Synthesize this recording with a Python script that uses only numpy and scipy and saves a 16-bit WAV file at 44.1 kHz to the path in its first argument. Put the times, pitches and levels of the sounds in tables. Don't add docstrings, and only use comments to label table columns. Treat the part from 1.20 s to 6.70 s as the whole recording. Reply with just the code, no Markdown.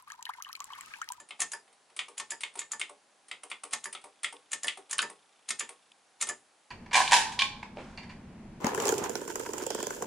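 import sys
import numpy as np
from scipy import signal
from scipy.fft import rfft, irfft, next_fast_len
from scipy.io import wavfile
from scipy.ndimage import uniform_filter1d, map_coordinates

SR = 44100
rng = np.random.default_rng(int(sys.argv[2]) if len(sys.argv) > 2 else 0)


def dump_mix(stems):
    frames = np.atleast_2d(stems).T
    limited = np.clip(frames, -1, 1)
    pcm = np.round(limited * 32767).astype(np.int16)
    wavfile.write(sys.argv[1], SR, pcm)


N = 242682
HIT_TIME = np.arange(SR // 4) / SR
LEFT_RIGHT = np.array([[1], [-1]])

# pitch_hz, level_db
CAP_TONE = [(90, -9), (150, -49), (400, -2), (800, -4), (1250, 8.5), (1600, -0.5), (2200, 6.5), (3400, 3.5),
            (4400, 3), (5700, -7.5), (7000, -8), (9000, 4), (11000, -9)]
# pitch_hz, level_db
CLICK_TONE = [(200, -22), (1500, -36), (2400, -1), (2900, -3.5), (3500, 3), (4300, -15), (11000, -14)]


def gain(db):
    return 10 ** (np.asarray(db) / 20)


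def fade(t, fade_s):
    return np.exp(-np.log(1000) * t / fade_s)


def even_start(x, first_s=0.01):
    return x / np.sqrt(np.mean(x[:int(first_s * SR)] ** 2))


def colour(x, tone):
    size = 2 * next_fast_len(len(x))
    pitch_hz, level_db = np.transpose(tone)
    hz = np.maximum(np.fft.rfftfreq(size, 1 / SR), 1)
    curve_db = np.interp(np.log(hz), np.log(pitch_hz), level_db)
    cepstrum = irfft(np.log(gain(curve_db)))
    cepstrum[1:size // 2] *= 2
    cepstrum[size // 2 + 1:] = 0
    return irfft(rfft(x, size) * np.exp(rfft(cepstrum)))[:len(x)]


def top_cut(x, top_hz=11000):
    return signal.sosfilt(signal.ellip(10, 0.2, 70, top_hz, fs=SR, output="sos"), x)


def delayed(x, delay_s):
    return map_coordinates(x, [np.arange(N) - delay_s * SR], order=3)


def contacts(start_s, level_db, bass_db, treble_db):
    return np.column_stack(np.broadcast_arrays(start_s, level_db, bass_db, treble_db))


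def chatter(hold_s, fade_s, grain_db=4):
    grains = uniform_filter1d(rng.standard_normal(len(HIT_TIME)), size=24)
    roughness = gain(grain_db * np.tanh(grains / np.std(grains)))
    return roughness * fade(np.maximum(HIT_TIME - hold_s, 0), fade_s)


def ringing(notes, lag_s=0, swell_s=0.01, scatter_db=2, detune=0.0042):
    pitch_hz, level_db, fade_s = np.transpose(notes)[:, :, None]
    shift, share, phase = rng.standard_normal((3, len(notes), 1))
    waves = np.sin(2 * np.pi * (pitch_hz * (1 + detune * shift) * HIT_TIME + phase))
    t = HIT_TIME - lag_s * np.sqrt(np.minimum(300 / pitch_hz, 1.3))
    loudness = np.exp(-(np.minimum(t, 0) / swell_s) ** 2) * fade(np.maximum(t, 0), fade_s)
    strength = gain(level_db + scatter_db * share)
    return np.sum(strength * loudness * waves, axis=0) / np.sqrt(np.sum(strength ** 2) / 2)


def hits(events, tone, notes, rise_s, hold_s, crack_fade_s, buzz_fade_s, buzz_db, notes_db,
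         boom_db, boom_lag_s, boom_notes=None):
    # pitch_hz, level_db, fade_s
    case_notes = [(148, -10.5, 0.087), (173.5, -17, 0.2), (240.3, -10.5, 0.064), (312, -4.5, 0.086),
                  (389, -7, 0.088), (444, -4, 0.025), (592.7, -5.5, 0.083), (876, -0.5, 0.028),
                  (1148, -2.5, 0.042)]
    out = np.zeros(N + len(HIT_TIME))
    onset = 1 - np.exp(-HIT_TIME / rise_s)
    for start_s, level_db, bass_db, treble_db in events:
        loudness = chatter(hold_s, crack_fade_s) + gain(buzz_db) * fade(HIT_TIME, buzz_fade_s)
        burst = rng.standard_normal(len(HIT_TIME)) * loudness * onset
        plastic = even_start(colour(top_cut(burst), tone))
        ring = gain(notes_db) * ringing(notes)
        boom = gain(boom_db) * ringing(boom_notes or case_notes, boom_lag_s, detune=0.023)
        touch_tone = [(900, bass_db), (1800, 0), (4200, 0.011), (6200, treble_db)]
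        hit = even_start(colour(plastic + onset * (ring + boom), touch_tone))
        start = max(int(start_s * SR), 0)
        out[start:start + len(hit)] += gain(level_db) * hit
    return out[:N]


def stem_rub(events, tone, lead_s, relative_db, grain_db=3):
    t = np.arange(N) / SR
    loudness = sum(gain(level_db) * np.exp(-np.abs(start_s - t) / lead_s) * (t < start_s)
                   for start_s, level_db, _, _ in events)
    grains = uniform_filter1d(rng.standard_normal(N), size=40)
    rough_noise = rng.standard_normal(N) * gain(grain_db * grains / np.std(grains))
    rub = top_cut(colour(rough_noise, tone))
    return gain(relative_db) * loudness * rub / np.std(rub)


def spring_snaps(events, rebound_s=0.008, rebound_db=-9.5):
    # pitch_hz, level_db
    snap_tone = [(90, -17), (150, -35), (400, -27), (800, -10.5), (1250, -9.5), (1600, -14.5), (2200, -8.5),
                 (3400, -11.5), (4400, -11.5), (5700, -6.5), (7000, 9), (9000, -3.5), (11000, 1.5)]
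    # pitch_hz, level_db, fade_s
    spring_notes = [(6760, -27, 0.032), (6950, -3, 0.031), (6980, -2, 0.029), (7050, 3, 0.041),
                    (7800, -28, 0.07)]
    rebounds = events + np.array([rebound_s, rebound_db, 0, 0])
    snaps = hits(np.vstack([events, rebounds]), snap_tone, spring_notes, rise_s=0.00063, hold_s=0.0031,
                 crack_fade_s=0.01, buzz_fade_s=0.067, buzz_db=3, notes_db=-0.5,
                 boom_db=-25.5, boom_lag_s=0.023)
    return snaps + stem_rub(events, CAP_TONE, lead_s=0.004, relative_db=-14.5)


def cursor_releases():
    # snap_s, travel_s, snap_db, knock_db, snap_bass_db, knock_treble_db
    releases = [(0, 0.00087, -49.5, -51.5, 8, -1.5), (0.3172, 0.017, -37.5, -36, -3, 3.5),
                (1.1051, 0.013, -34, -37, -11.5, 1.5), (1.5172, 0.016, -32, -40, -4, 2),
                (2.6404, 0.016, -37.5, -36.5, -7, 4.5), (3.4319, .0124, -34.5, -34, -6, 0.5),
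                (3.8168, .0102, -34.5, -31.5, 1, -7), (4.394, 0.015, -31, -38.5, -20, 0.5),
                (5.0883, 0.0077, -31, -35.5, -1, -13)]
    # pitch_hz, level_db
    return_tone = [(90, -35), (150, -11.5), (400, -11), (800, 0.5), (1250, 7.5), (1800, 3.5), (2400, 1.5),
                   (3400, -0.5), (4400, -14), (5700, -4), (7000, -19.5), (9000, 1.5), (11000, 0)]
    # pitch_hz, level_db, fade_s
    return_notes = [(919, -16.5, 0.13), (1188, -14.5, 0.022), (1240, -15.5, 0.045), (1685, -4.5, 0.034),
                    (1763, -1, 0.07), (1900, -14, 0.085), (2240, -18, 0.097), (4920, -1.5, 0.026)]
    snap_s, travel_s, snap_db, knock_db, snap_bass_db, knock_treble_db = np.transpose(releases)
    snaps = spring_snaps(contacts(snap_s, snap_db, snap_bass_db, treble_db=-5))
    arrivals = contacts(snap_s + travel_s, knock_db, bass_db=1, treble_db=knock_treble_db)
    knocks = hits(arrivals, return_tone, return_notes, rise_s=0.000097, hold_s=0.0014,
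                  crack_fade_s=0.022, buzz_fade_s=0.13, buzz_db=-7.5, notes_db=7,
                  boom_db=-13.5, boom_lag_s=0.021)
    return snaps + knocks


def echoes(build_s=0.0011, gap_s=0.0022):
    # pitch_hz, level_db, fade_s
    bands = [(150, -6.5, 0.5), (460, 4, 0.17), (1150, -5, 0.16), (2700, -7.5, 0.2), (6840, -8.5, .21),
             (10700, -21, 0.54)]
    t = np.arange(SR // 2) / SR
    spectrum = rfft(rng.standard_normal(len(t)))
    log_hz = np.log(np.maximum(np.fft.rfftfreq(len(t), 1 / SR), 1))
    log_centres = np.log(np.array(bands)[:, 0])
    onset = 1 - np.exp(-np.maximum(t - gap_s, 0) / build_s)
    out = 0
    for this_band, (_, level_db, fade_s) in zip(np.eye(len(bands)), bands):
        noise = irfft(spectrum * np.interp(log_hz, log_centres, this_band), len(t))
        loudness = fade(t, fade_s) * onset
        out = out + gain(level_db) * noise * loudness / np.sqrt(np.sum(loudness ** 2))
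    return out


def desk_bounce(x, delay_s=0.002, spread=0.25, moves_per_s=12):
    size = SR // moves_per_s
    places = np.repeat(rng.uniform(-1.03, 1, N // size + 1), size)[:N]
    return delayed(x, delay_s * (1 + spread * uniform_filter1d(places, size)))


def room(x, wall_s=0.0138, wall_db=-14, desk_db=-12, side_echo_db=-7, left_louder_db=0.4):
    wall = gain(wall_db) * delayed(x, wall_s)
    middle = x + wall + signal.fftconvolve(x, echoes())[:N]
    desk = gain(desk_db) * desk_bounce(x)
    side_echoes = gain(side_echo_db) * signal.fftconvolve(x, echoes())[:N]
    side = colour(desk + side_echoes, [(300, -4), (2500, 0.0074)])
    return (middle + LEFT_RIGHT * side) * gain(LEFT_RIGHT * left_louder_db / 2)


def hush(level_db=-66.5, side_db=-8):
    # pitch_hz, level_db
    hush_tone = [(18, -55), (30, -28.5), (270, -9.5), (306, -9.5), (514, -7), (709, -5.5), (802, -2),
                 (864, -6), (1050, -6.5), (1160, -7), (1950, -11), (3280, -13.5), (11000, -17),
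                 (14300, -76), (22000, -120)]
    middle, side = (top_cut(colour(rng.standard_normal(N), hush_tone)) for _ in range(2))
    return gain(level_db) * (middle + LEFT_RIGHT * gain(side_db) * side) / np.std(middle)


def cap_ticks(events):
    # pitch_hz, level_db, fade_s
    tick_notes = [(9040, 25, 0.016), (9800, -34, .04)]
    return hits(events, CAP_TONE, tick_notes, rise_s=0.0011, hold_s=0.00063, crack_fade_s=0.0091,
                buzz_fade_s=0.083, buzz_db=22, notes_db=6, boom_db=-16.5, boom_lag_s=0.013)


def space_bar(usual_landing_db=-35):
    # land_s, travel_s, held_s, tick_db, land_db, lift_db
    strokes = [(0.1075, .02, 0.086, -52.5, -41, -45.5), (0.7908, 0.027, 0.091, -43, -30, -48.5),
               (1.234, .0273, 0.12, -41.5, -31.5, -44), (1.6138, 0.018, 0.079, -37, -30, -48),
               (2.113, 0.03, 0.12, -52.5, -36.5, -43), (2.3147, 0.015, 0.12, -46.5, -36, -38.5),
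               (2.75, .0231, .0898, -39.5, -40, -47), (3.0437, 0.012, 0.081, -36, -28, -45.5),
               (3.4813, 0.012, 0.091, -37, -26.5, -45.5), (4.405, .0158, .0851, -46, -36.5, -43)]
    # pitch_hz, level_db
    bar_tone = [(90, -36), (150, -32.5), (400, -16), (800, -7.5), (1300, 1.5), (1650, -8.5), (2100, 6),
                (2600, 2), (2950, 1.5), (3500, 1.5), (4200, -9), (5700, -18), (9000, -12.5), (11000, -24)]
    # pitch_hz, level_db, fade_s
    bar_notes = [(750, 6.5, 0.18), (1234, 0, 0.064), (1820, -21, 0.12), (2250, 2, 0.23), (2100, 20, 0.068),
                 (2250, -7, 0.091), (2600, -23, 0.12), (2840, -22, 0.17), (3060, 0, 0.074),
                 (3440, 12, 0.18), (3370, 1, 0.078), (3460, -13, 0.1), (8500, -27, 0.036)]
    land_s, _, _, _, land_db, _ = np.transpose(strokes)
    force_db = land_db - usual_landing_db
    landings = contacts(land_s, land_db, bass_db=-3 - 0.85 * force_db, treble_db=3 + 0.27 * force_db)
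    clacks = hits(landings, bar_tone, bar_notes, rise_s=0.000067, hold_s=0.001, crack_fade_s=0.022,
                  buzz_fade_s=0.16, buzz_db=-9.5, notes_db=-12, boom_db=-23.5, boom_lag_s=0.025)
    return clacks + tick_and_lift(strokes)


def tick_and_lift(strokes, usual_lift_db=-43.5):
    land_s, travel_s, held_s, tick_db, _, lift_db = np.transpose(strokes)
    ticks = cap_ticks(contacts(land_s - travel_s, tick_db, bass_db=-4.5, treble_db=8))
    bass_db = -9 - 0.63 * (lift_db - usual_lift_db)
    return ticks + soft_thuds(contacts(land_s + held_s, lift_db, bass_db, treble_db=2))


def soft_thuds(events):
    # pitch_hz, level_db
    thud_tone = [(90, -10), (150, -12.5), (400, -9.5), (800, 11), (1250, 5.5), (1600, -8), (2200, -3.5),
                 (3400, -8.5), (4400, -13), (5700, -14), (7000, -14.5), (9000, -1), (11000, -10.5)]
    # pitch_hz, level_db, fade_s
    thud_notes = [(768, 5, 0.14), (847, -15, 0.11), (1100, 6, 0.17)]
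    # pitch_hz, level_db, fade_s
    hollow_notes = [(301, 0.5, 0.075), (385, -3, 0.04), (409, 5, 0.1), (490, 5.5, 0.042), (603, 3, 0.16)]
    return hits(events, thud_tone, thud_notes, rise_s=0.00068, hold_s=0.0054, crack_fade_s=0.014,
                buzz_fade_s=0.16, buzz_db=-3, notes_db=-10.5, boom_db=-5.5, boom_lag_s=0.022,
                boom_notes=hollow_notes)


def cursor_presses(tick_lead_s=0.006, tick_softer_db=19.5):
    # snap_s, travel_s, snap_db, knock_db, snap_bass_db, knock_treble_db
    presses = [(0.2025, 0.015, -28.5, -27, -10.5, 5.5), (0.9782, 0.02, -36.5, -34.5, -9, -5.5),
               (1.3904, 0.025, -32, -43, -9.5, -11), (2.528, 0.0053, -36, -28, -6, -0.5),
               (3.3159, 0.015, -37.5, -29, -9, 2.5), (3.7096, 0.019, -33.5, -31, -10.5, 2),
               (4.288, 0.017, -33.5, -28.5, -17, -0.5), (5.0113, 0.012, -29, -27.5, -10.5, 4.5)]
    # pitch_hz, level_db
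    stop_tone = [(90, -15.5), (150, -7), (400, -16.5), (800, -1.5), (1250, 4), (1600, -4.5), (2200, 0),
                 (3400, 0), (4400, -4), (5700, 0.5), (7000, 0.5), (9000, -4.5), (11000, -2.5)]
    # pitch_hz, level_db, fade_s
    key_notes = [(855, -19.5, 0.18), (1114, -2.5, 0.044), (1330, -10, 0.094), (1800, 1.5, 0.074),
                 (2133, -0.5, 0.03), (2760, -37, 0.055), (3760, -38, 0.12), (6494, -3, 0.053),
                 (6900, -10, 0.042), (8560, 14, 0.012)]
    snap_s, travel_s, snap_db, knock_db, snap_bass_db, knock_treble_db = np.transpose(presses)
    starts = contacts(snap_s - tick_lead_s, snap_db - tick_softer_db, bass_db=-18.5, treble_db=2.5)
    ticks = cap_ticks(starts)
    snaps = spring_snaps(contacts(snap_s, snap_db, snap_bass_db, treble_db=-7))
    landings = contacts(snap_s + travel_s, knock_db, bass_db=-4.5, treble_db=knock_treble_db)
    knocks = hits(landings, stop_tone, key_notes, rise_s=0.0009, hold_s=0.0037, crack_fade_s=0.036,
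                  buzz_fade_s=0.06, buzz_db=6, notes_db=12.5, boom_db=-19.5, boom_lag_s=0.031)
    return ticks + snaps + knocks + stem_rub(landings, stop_tone, lead_s=0.01, relative_db=-15)


def fingers():
    # start_s, level_db
    nudges = [(0.527, -63), (1.338, -58.5), (1.3736, -48), (2.509, -50), (2.814, -60), (3.6951, -50.5),
              (5.0691, -39.5)]
    # start_s, level_db
    touches = [(0.477, -63.5), (0.699, -62.5)]
    ticks = cap_ticks(contacts(*np.transpose(nudges), bass_db=4.5, treble_db=7))
    return ticks + soft_thuds(contacts(*np.transpose(touches), bass_db=-14, treble_db=-9))


def faint_ticking(ticks_per_s=29.98, one_tick_at_s=3.9915, level_db=-73):
    full_from_s, full_until_s = 3, 4.65
    rise_db_per_s, fall_db_per_s = 18, 147
    t = np.arange(N) / SR
    pulses = fade((t - one_tick_at_s) % (1 / ticks_per_s), fade_s=0.054)
    ticks = colour(pulses * rng.standard_normal(N), CLICK_TONE)
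    softer_db = rise_db_per_s * np.maximum(full_from_s - t, 0)
    softer_db += fall_db_per_s * np.maximum(t - full_until_s, 0)
    return gain(level_db - softer_db) * ticks / np.std(ticks)


def dry_clicks():
    # start_s, level_db
    clicks = [(3.1665, -54), (4.717, -55.5)]
    out = np.zeros(N)
    for start_s, level_db in clicks:
        burst = rng.standard_normal(len(HIT_TIME)) * chatter(hold_s=0.0014, fade_s=0.015)
        start = int(start_s * SR)
        out[start:start + len(burst)] += gain(level_db) * even_start(colour(burst, CLICK_TONE))
    return out


def long_key():
    # land_s, travel_s, held_s, tick_db, land_db, lift_db
    strokes = [(3.7898, .0089, .1081, -30.5, -23.5, -45.5)]
    # pitch_hz, level_db
    key_tone = [(90, -45), (150, -37), (410, -24), (950, -18), (1100, -3.5), (1500, 8.5), (1890, -10.5),
                (2500, 3.5), (3300, -4), (4400, -6.5), (5400, -13), (8100, -17), (11000, -19)]
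    # pitch_hz, level_db, fade_s
    key_notes = [(1116, -3, 0.083), (1370, 6, 0.063), (1495, -8, 0.086), (2210, -29, 0.075),
                 (3170, -20, 0.068), (3150, -1, 0.033), (3460, -12, 0.04), (3990, -33, 0.081)]
    land_s, _, _, _, land_db, _ = np.transpose(strokes)
    landings = contacts(land_s, land_db, bass_db=-3, treble_db=-4)
    clack = hits(landings, key_tone, key_notes, rise_s=0.00025, hold_s=0.0037, crack_fade_s=0.023,
                 buzz_fade_s=0.051, buzz_db=-22, notes_db=-8.5, boom_db=-28.5, boom_lag_s=0.027)
    return clack + tick_and_lift(strokes)


def scene():
    keyboard = fingers() + cursor_presses() + cursor_releases() + space_bar() + long_key()
    return room(keyboard) + faint_ticking() + dry_clicks() + hush()


def record(dry, low_hz=115):
    bass_cut = signal.butter(2, low_hz, "high", fs=SR, output="sos")
    return top_cut(signal.sosfilt(bass_cut, dry))


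dry = scene()
out = record(dry)
dump_mix(out)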